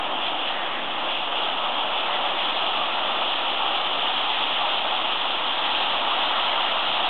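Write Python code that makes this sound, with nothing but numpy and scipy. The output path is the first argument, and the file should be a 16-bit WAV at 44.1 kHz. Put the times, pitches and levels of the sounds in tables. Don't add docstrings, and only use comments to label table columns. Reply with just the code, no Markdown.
import sys
import numpy as np
from scipy import signal
from scipy.fft import rfft, irfft
from scipy.io import wavfile
from scipy.ndimage import uniform_filter1d

SR = 44100
rng = np.random.default_rng(int(sys.argv[2]) if len(sys.argv) > 2 else 0)


def file_out(sig):
    cols = np.atleast_2d(sig).T
    lim = np.clip(cols, -1, 1)
    pcm = np.round(lim * 32767).astype(np.int16)
    wavfile.write(sys.argv[1], SR, pcm)


N = 312669
TIME = np.arange(N) / SR
FREQS = np.fft.rfftfreq(N, 1 / SR)
# t/s, level/dB relative to full
GAS_PRESSURE = [(0, -5.5), (.9, -5.2), (1.28, -5), (1.62, -2.5), (1.87, -3.5), (2.65, -1.4), (2.92, -2.5),
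                (3.15, -1.7), (3.95, -1.5), (4.15, -.4), (4.45, 0.1), (4.95, -1), (5.48, -1.35),
                (5.75, 0.7), (6.02, -0.9), (6.35, 0.4), (7.09, -0.1)]


def gain_of(db):
    return 10 ** (np.asarray(db) / 20)


def unit_rms(x):
    return x / np.sqrt(np.mean(x ** 2) + 1e-20)


def response(spectrum):
    hz, db = np.transpose(spectrum)
    return gain_of(np.interp(np.log(FREQS + 1), np.log(hz + 1), db))


def follow(curve):
    return np.interp(TIME, *np.transpose(curve))


def hump(peak_s, rise_s, fall_s):
    away = (TIME - peak_s) / np.where(TIME < peak_s, rise_s, fall_s)
    return np.cos(np.pi / 2 * np.clip(away, -1, 1)) ** 2


def flutter(rate_hz):
    return unit_rms(irfft(rfft(rng.standard_normal(N)) / (1 + (FREQS / rate_hz) ** 2), N))


def turbulence(spectrum, patchy_db, size=512):
    hop = size // 4
    real, imag, eddies = rng.standard_normal((3, N // hop + 5, size // 2 + 1))
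    eddies = uniform_filter1d(eddies, size=17, axis=0)
    eddies = unit_rms(uniform_filter1d(eddies, size=5, axis=1))
    frames = (real + 1j * imag) * gain_of(patchy_db * eddies)
    white = signal.istft(frames.T, nperseg=size, noverlap=size - hop)[1][:N]
    return unit_rms(irfft(rfft(white) * response(spectrum), N))


def brighten(x, drive_db, pivot_hz, below, above):
    low = irfft(rfft(x) / (1 + (FREQS / pivot_hz) ** 12), N)
    return low * gain_of(below * drive_db) + (x - low) * gain_of(above * drive_db)


def surroundings(x, dull_hz=2700):
    # delay/ms, signed strength
    reflections = [(3.14, .05), (3.48, .04), (8.94, -.08), (14.84, -.05), (15.55, -.05), (18.23, -.08),
                   (19.21, -.09), (20.24, -.05)]
    # f/Hz, width/Hz, boost/dB
    resonances = [(804, 25, 1), (1046, 22, 1.5), (1155, 24, 3), (1367, 20, 2.5), (1598, 14, 5),
                  (1760, 24, 2.5), (1865, 22, 3)]
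    echoes = sum(strength * np.exp(-2j * np.pi * FREQS * ms / 1000) for ms, strength in reflections)
    dulling = 1 / (1 + (FREQS / dull_hz) ** 6)
    boost_db = sum(db / (1 + (2 * (FREQS - hz) / width) ** 2) for hz, width, db in resonances)
    return irfft(rfft(x) * (1 + 0.89 * dulling * echoes) * gain_of(boost_db), N)


def recorder_ticks(rise_s=0.00084):
    # t/s, peak level/dB
    ticks = [(0.186, -44.5), (0.515, -44.5), (0.721, -40), (0.859, -45), (3.99, -40.5), (4.435, -49),
             (5.775, -41.5), (6.004, -48.5), (6.89, -41.5)]
    clicks = np.zeros(N)
    for s, db in ticks:
        clicks[round(s * SR)] = gain_of(db)
    age = TIME[TIME < 20 * rise_s] / rise_s
    return signal.oaconvolve(clicks, age * np.exp(1 - age))[:N]


def airy_flares():
    # peak t/s, length/s, f/Hz, width/Hz, level/dB
    flares = [(1.64, .22, 1140, 420, -31.5), (2.812, 0.15, 1176, 220, -28.5), (5.679, .14, 1920, 248, -38),
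              (6.1, 0.23, 1190, 606, -32), (6.36, .26, 1190, 607, -36.5)]
    out = np.zeros(N)
    for s, length, hz, width, db in flares:
        band = np.exp(-(2 * (FREQS - hz) / width) ** 2)
        noise = unit_rms(irfft(rfft(rng.standard_normal(N)) * band, N))
        out += noise * gain_of(db) * hump(s, length / 2, length / 2)
    return out


def plume(drive_db):
    # f/Hz, level/dB
    rumble_spectrum = [(20, -28.5), (60, -28), (100, -17), (150, -11), (200, -5), (280, 0), (340, 1),
                       (450, -2.5), (700, -9.5), (1200, -68.5)]
    roar_spectrum = [(200, -41.5), (430, -16), (530, -7), (640, -2.5), (740, 1.2), (850, 0.55),
                     (1000, -1.7), (1120, -3), (1310, -2.5), (1450, -10), (1700, -31.5), (2600, -82.5)]
    # t/s, level/dB
    roar_levels = [(0, -29.5), (.42, -29.5), (.57, -29.5), (.85, -32), (1.05, -28), (1.18, -32), (1.4, -28),
                   (1.9, -29), (2.12, -27), (2.35, -28.5), (2.8, -28.5), (3.2, -27.5), (3.4, -30),
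                   (3.62, -28), (4.05, -28.5), (4.35, -28.5), (4.53, -29), (4.64, -27.4), (4.9, -28),
                   (5.15, -30), (5.38, -28.5), (5.55, -28.5), (5.72, -29), (6.05, -27), (6.45, -26.5),
                   (6.96, -28.5), (7.09, -26)]
    roar_db = follow(roar_levels) + 0.21 * flutter(rate_hz=8.2)
    roar = turbulence(roar_spectrum, patchy_db=0.67)
    roar = brighten(roar, drive_db, pivot_hz=760, below=-0.36, above=0.27)
    rumble = turbulence(rumble_spectrum, patchy_db=0.3) * gain_of(-42.5 - 0.15 * drive_db)
    return roar * gain_of(roar_db + 0.41 * flutter(rate_hz=28)) + rumble


def jets(pressure_db, drive_db, edge_lag_s=0.017):
    # f/Hz, level/dB
    rush_spectrum = [(700, -35.5), (1250, -9), (1550, 1), (1850, 1), (2150, 0), (2500, -3), (3200, -15),
                     (4200, -68.5)]
    hiss_spectrum = [(1700, -41.5), (2200, -12.5), (2500, -2.5), (2850, 2.5), (3300, 3.5), (3480, 2),
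                     (3700, -10), (3950, -26.5), (4300, -80.5)]
    edge_spectrum = [(3200, -25.5), (3600, 7.5), (3800, 3), (4000, -4), (4300, -60)]
    # peak t/s, length/s, boost/dB
    spurts = [(0.258, 0.14, 5), (0.451, .28, 3.5), (0.759, .14, 0.7), (1.133, .24, 4.5), (1.419, 0.33, 3.5),
              (2.011, 0.28, 1.7), (3.333, 0.18, 1.9)]
    # peak t/s, rise/s, fall/s, boost/dB
    swells = [(0.571, 0.19, 0.62, 3.2), (2.049, 0.11, 0.38, 2), (5.69, 0.31, .25, 1.5),
              (6.22, 0.15, 1.2, 2)]
    spurt_db = sum(db * hump(s, length / 2, length / 2) for s, length, db in spurts)
    spurt_db += 0.48 * flutter(rate_hz=16)
    late_spurt_db = np.interp(TIME - edge_lag_s, TIME, spurt_db)
    swell_db = sum(db * hump(s, rise, fall) for s, rise, fall, db in swells)
    rush_db = -37 + 0.5 * pressure_db + swell_db
    hiss_db = -26.5 + pressure_db + spurt_db - 0.28 * swell_db
    edge_db = -38.5 + 1.88 * pressure_db + late_spurt_db + 0.25 * swell_db
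    rush = turbulence(rush_spectrum, patchy_db=1.46) * gain_of(rush_db)
    hiss = turbulence(hiss_spectrum, patchy_db=0.5)
    hiss = brighten(hiss, drive_db, pivot_hz=2880, below=-0.23, above=0.091) * gain_of(hiss_db)
    edge = turbulence(edge_spectrum, patchy_db=1.0) * gain_of(edge_db + 0.5 * flutter(rate_hz=280))
    return (rush + hiss + edge) * gain_of(0.24 * flutter(rate_hz=43))


def scene():
    pressure_db = follow(GAS_PRESSURE)
    drive_db = pressure_db - pressure_db.mean()
    venting = plume(drive_db) + jets(pressure_db, drive_db)
    return (surroundings(venting) + airy_flares() + recorder_ticks())[None]


def record(dry, sampling_hz=8000, cutoff_hz=15700, dc_offset=-0.0199):
    # f/Hz, level/dB
    leak_spectrum = [(4000, 2.5), (4200, -15.5), (4370, -33), (4500, -33), (4700, -41), (5200, -43),
                     (6000, -42), (6800, -64.5), (8600, -69), (10350, -50), (11250, -54), (12100, -42.5),
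                     (13100, -60), (14000, -59.5), (14900, -73)]
    nulls = [4410, 4900, 5620, 6400, 7270, 8140, 9000, 9900, 10800, 11710, 12620, 13540, 14450, 15370]
    in_band = FREQS < sampling_hz / 2
    narrow = irfft(rfft(dry) * in_band, N)
    carriers = sum(np.cos(2 * np.pi * k * sampling_hz * TIME) for k in (1, 2))
    mirrored = narrow * (1 + 2 * carriers)
    lobe = np.interp(FREQS, nulls, np.arange(len(nulls)))
    leak = response(leak_spectrum) * np.where(FREQS < nulls[0], 1, abs(np.sin(np.pi * lobe)))
    passed = irfft(rfft(mirrored) * np.where(in_band, 1, leak), N)
    lowpass = signal.firwin(511, cutoff_hz, window=("kaiser", 9), fs=SR)
    return signal.oaconvolve(passed + dc_offset, lowpass[None], "same")


dry = scene()
out = record(dry)
file_out(out)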